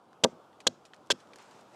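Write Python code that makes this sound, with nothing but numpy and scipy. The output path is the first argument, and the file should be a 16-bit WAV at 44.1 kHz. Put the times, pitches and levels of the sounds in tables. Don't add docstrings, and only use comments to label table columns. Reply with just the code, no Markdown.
import sys
import numpy as np
from scipy import signal
from scipy.io import wavfile
from scipy.ndimage import uniform_filter1d

SR = 44100
rng = np.random.default_rng(int(sys.argv[2]) if len(sys.argv) > 2 else 0)


def materialize(psi):
    bounded = np.clip(np.atleast_2d(psi).T, -1, 1)
    quanta = np.round(bounded * 32767).astype(np.int16)
    wavfile.write(sys.argv[1], SR, quanta)


def gain_from_db(level_db):
    decades = np.asarray(level_db, float) / 20
    return 10 ** decades


N = 77175


def evened(x):
    return x / np.sqrt(np.mean(x ** 2) + 1e-20)


def read(points, hz):
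    f, value = np.transpose(points)
    return np.interp(np.log(hz + 1), np.log(f + 1), value)


def curve(points):
    return np.interp(np.arange(N) / SR, *np.transpose(points))


def add(mix, start_s, sound):
    part = mix[round(start_s * SR):][:len(sound)]
    part += sound[:len(part)]


def causal(x, spectrum):
    hz = abs(np.fft.fftfreq(4096, 1 / SR))
    gain_db = np.maximum(read(spectrum, hz), -100)
    log_gain = np.log(gain_from_db(gain_db))
    taps = np.fft.ifft(np.exp(np.conj(signal.hilbert(log_gain)))).real[:2048]
    return signal.oaconvolve(x, taps)[:len(x)]


def coloured(x, spectrum):
    return evened(causal(x, spectrum))


def crackle(size, per_s, spread_db):
    chance, rarity, side = rng.random((size, 3)).T
    click_size = gain_from_db(spread_db * np.minimum(-np.log(rarity + 1e-9), 4))
    return (chance < per_s / SR) * click_size * np.sign(side - .5)


def ringing(modes):
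    t = np.arange(SR // 4) / SR
    return sum(gain_from_db(db - 60 * t / t60) * np.sin(2 * np.pi * hz * t) for hz, db, t60 in modes)


def burst(hz, cycles):
    turns = np.arange(1500) * hz / SR
    u = 4.0 * turns / max(cycles, .5)
    return u * np.exp(1 - u) * np.sin(2 * np.pi * turns)


# pitch_hz, level_db, t60_s (time to fall by 60 dB)
WOOD_MODES = [(115, -6, .14), (160, -8, .14), (245, -3, .1), (200, -8, .13), (345, -7, .11), (440, -2, .04),
              (520, 0, .04), (630, -3, .04), (830, -6, .025), (950, -5, .025), (1150, -6, .025),
              (1570, -2, .03), (1940, -9, .02), (2400, -10, .015)]
# start_s, peak_db, contact_s, best_hz (modes hit best), breadth_octaves (around best_hz)
BLOW_KNOCKS = [(.2364, -18, .0012, 600, 1.2), (0.2426, -20, 0.0015, 400, 1.), (.2469, -7, .0011, 520, 1.2),
               (0.2523, -19, 0.00088, 800, 1.3), (0.2604, -21, 0.0014, 550, .8),
               (.286, -37, 0.0018, 345, .6), (.6678, -13, .0006, 800, 1.4), (.6715, -21, .001, 600, 1.1),
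               (.684, -36, .002, 170, .9), (1.1021, -19, 0.00048, 950, .2), (1.1035, -17, .0004, 1570, .25),
               (1.1045, -18, .0009, 450, .2), (1.1248, -31, .0018, 250, 1.), (0.8516, -51, .0012, 400, 1.),
               (1.3935, -47, .0005, 1000, 1.1), (1.401, -49, .0005, 1200, .9), (.33, -44, .002, 220, .9)]


def knock(peak_db, contact_s, best_hz, octaves):
    detune = .015
    force = np.sin(np.pi * np.minimum(np.arange(200) / SR / contact_s, 1)) ** 2
    push = np.diff(force)
    hz, db, t60 = np.transpose(WOOD_MODES)
    octaves_away = np.log2(hz / best_hz)
    db = db - 6.0 * (octaves_away / max(octaves, .15)) ** 2
    hz = hz * (1 + detune * rng.standard_normal(len(hz)))
    sound = np.convolve(ringing(zip(hz, db, t60)), push)
    return gain_from_db(peak_db) * sound / abs(sound).max()


# start_s, level_db, pitch_hz, length_cycles
FIBRE_SNAPS = [(.2383, -15, 3100, 6.), (.2405, -13, 3300, 8.), (.2471, -17, 3500, 5.),
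               (.6696, -12, 6800, 6.), (.6702, -15, 3400, 8.), (.6722, -8, 4500, 1.6),
               (.6737, -6, 4300, 1.6), (1.1082, -14, 3340, 14.), (1.1145, -18, 3400, 9.),
               (1.118, -18, 5400, 10.)]


def snap(level_db, pitch_hz, cycles):
    return gain_from_db(level_db) * burst(pitch_hz, cycles)


# pitch_hz, level_db (per Hz; only the shape counts)
SPLINTER_COLOUR = [(710, -44.5), (1200, -17), (2170, -22), (3050, 1), (3400, 7), (4000, -0.5), (5120, -5.5),
                   (7060, -5), (10800, -27.5), (14500, -43), (15600, -61.5)]
# start_s, length_s, level_db, ring_hz, hiss_db (against the ring)
WOOD_TEARS = [(.2355, .002, -36, 3100, 0), (.2376, .007, -18, 3150, 1.5), (0.2436, .0045, -26, 3310, -6),
              (.667, .002, -27, 3500, 2), (.669, .005, -24, 3418, 5), (0.6744, .0045, -32, 4200, 5),
              (1.1018, .002, -34, 4800, 0), (1.1037, .0075, -23, 3200, 0), (1.1113, .009, -25, 3350, 0),
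              (1.1204, .0038, -33, 3250, 2)]


def tear(length_s, level_db, ring_hz, hiss_db):
    rise_s, t60_s, ring_width_hz = .0008, .012, 380
    t = np.arange(2600) / SR
    cracks = crackle(len(t), per_s=12000, spread_db=3.0)
    ring = np.exp(-np.pi * ring_width_hz * t[:400]) * np.sin(2 * np.pi * ring_hz * t[:400])
    rung = evened(np.convolve(cracks, ring)[:len(t)])
    hiss = gain_from_db(hiss_db) * coloured(cracks, SPLINTER_COLOUR)
    fade_db = -60 * np.maximum(t - length_s, 0) / t60_s
    shape = np.minimum(t / rise_s, 1) * gain_from_db(level_db + fade_db)
    return shape * (rung + hiss)


# pitch_hz, level_db (per Hz; only the shape counts)
GRIT_COLOUR = [(590, -32.5), (1000, -1.5), (2540, -2.5), (3630, -5.5), (4160, -3.5), (7150, -8.5),
               (10800, -19.5), (15600, -43.5)]
# start_s, level_db, ring_hz, scatter_t60_s,
# scatter_db (against level_db), treble_db (above -12 is brighter grit, below is duller)
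CHIP_LANDINGS = [(.1304, -53, 1650, .03, -9, -16), (.5298, -52, 1890, .04, -9, -22),
                 (.6037, -38, 2450, .045, -9, -12), (.853, -51, 4500, .07, -3, -9),
                 (.9352, -36, 1845, .025, -15, -18), (.9425, -52, 2500, .05, -5, -12),
                 (.9635, -58, 5000, .035, -5, -10), (1.062, -57, 6000, .015, -6, -7),
                 (1.071, -54, 6000, .02, -6, -7), (1.2027, -49, 3530, .04, -6, -11),
                 (1.2725, -56, 1924, .02, -7, -12), (1.3342, -39, 2430, .035, -12, -13),
                 (1.3583, -43, 1690, .035, -8, -5), (1.3866, -44, 5500, .02, -8, -11),
                 (1.3928, -44, 1600, .06, -9, -24), (1.4248, -48, 7000, .02, -10, -11),
                 (1.511, -51, 6500, .025, -7, -10), (1.6091, -55, 6000, .04, -4, -6)]


def chip(level_db, ring_hz, t60_s, scatter_db, treble_db):
    typical_treble_db, tick_db = -12, -7
    first_touch = 3.0
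    t = np.arange(4000) / SR
    tilt_db = (treble_db - typical_treble_db) / 1.3
    colour = [(hz, db + tilt_db * np.log2(hz / 3500)) for hz, db in GRIT_COLOUR]
    grains = crackle(len(t), per_s=9000, spread_db=4.4) + first_touch * (t == 0)
    sound = coloured(grains, colour) * gain_from_db(scatter_db - 60 * t / t60_s)
    tick = burst(ring_hz, 5.5) + burst(1.7 * ring_hz, 3.5)
    add(sound, 0, gain_from_db(tick_db) * tick)
    return gain_from_db(level_db) * sound


# pitch_hz, t60_s (time to fall by 60 dB)
ECHO_DECAY = [(200, .3), (1000, .3), (3000, .3), (8000, .25), (14000, .1)]
# pitch_hz, level_db
ECHO_COLOUR = [(100, -3), (600, 0), (2000, 5), (3400, -9), (5500, 3), (7500, -1), (10000, 3), (14000, -20)]


def woods(x):
    level_db, build_s = -40, .03
    taps = np.zeros(SR // 2)
    at = np.arange(300, len(taps) - 20, 20)
    taps[at + rng.integers(0, 20, len(at))] = rng.choice([-1., 1.], len(at))
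    taps *= 1 - np.exp(-np.arange(len(taps)) / SR / build_s)
    hz, t, z = signal.stft(taps, SR, nperseg=256)
    fade_db = -60 * t / read(ECHO_DECAY, hz)[:, None]
    gain = gain_from_db(read(ECHO_COLOUR, hz)[:, None] + fade_db)
    tail = signal.istft(z * gain, SR, nperseg=256)[1]
    tail = tail / np.linalg.norm(tail)
    return gain_from_db(level_db) * signal.fftconvolve(x, tail)[:N]


# pitch_hz, level_db (per Hz; only the shape counts)
RUSTLE_COLOUR = [(530, -29), (900, -4), (1260, -10.5), (1500, -5.5), (2000, -11), (2200, -10.5),
                 (3730, -14), (7630, -17.5), (15600, -46)]
# time_s, level_db
RUSTLE_LOUDNESS = [(0, -82.5), (.28, -83.5), (.31, -68), (.34, -82), (.55, -77.5), (.75, -74.5), (1.0, -76),
                   (1.17, -74.5), (1.2, -62), (1.24, -70), (1.36, -69.5), (1.4, -59), (1.47, -63.5),
                   (1.6, -63.5), (1.64, -71), (1.72, -68), (1.75, -61)]


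def rustle():
    grains = crackle(N, per_s=9000, spread_db=2.8)
    return gain_from_db(curve(RUSTLE_LOUDNESS)) * coloured(grains, RUSTLE_COLOUR)


# pitch_hz, level_db (per Hz; only the shape counts)
WASH_COLOUR = [(12, -49), (20, -17), (90, -10.5), (208, -3), (325, -3), (749, -2.5), (1350, -7.5),
               (1830, -25.5), (3280, -23), (4100, -27), (6590, -33), (15600, -39.5)]
# time_s, level_db (only the change from the first point counts)
WASH_LEVEL = [(0.0, -64), (0.32, -59.5), (0.872, -62.5), (1.144, -60.5), (1.306, -59.5), (1.75, -58.5)]


def wash():
    start_db, patch_db = -62, 1.6
    frames, hz = N // 256 + 5, np.fft.rfftfreq(1024, 1 / SR)
    a, b, patches = rng.standard_normal((frames, 513, 3)).T
    patches = uniform_filter1d(patches, 10, 0)
    patches = evened(uniform_filter1d(patches, 12, 1))
    z = (a + 1j * b) * gain_from_db(read(WASH_COLOUR, hz)[:, None] + patch_db * patches)
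    noise = evened(signal.istft(z, nperseg=1024, noverlap=768)[1][:N])
    swell_db = curve(WASH_LEVEL)
    return gain_from_db(start_db + swell_db - swell_db[0]) * noise


def scene():
    near = np.zeros(N)
    for table, source in [(BLOW_KNOCKS, knock), (FIBRE_SNAPS, snap), (WOOD_TEARS, tear), (CHIP_LANDINGS, chip)]:
        for start_s, *settings in table:
            add(near, start_s, source(*settings))
    return (near + woods(near) + rustle() + wash())[None]


def band_limit(x):
    return signal.sosfilt(signal.butter(12, 15780, fs=SR, output="sos"), x)


# pitch_hz, level_db
MIC_RESPONSE = [(15, -30), (40, -12), (75, -5), (110, 0), (9000, 0), (13000, -2), (16000, -10)]


def record(dry):
    mix = causal(dry[0], MIC_RESPONSE)[None]
    return band_limit(mix)


dry = scene()
out = record(dry)
materialize(out)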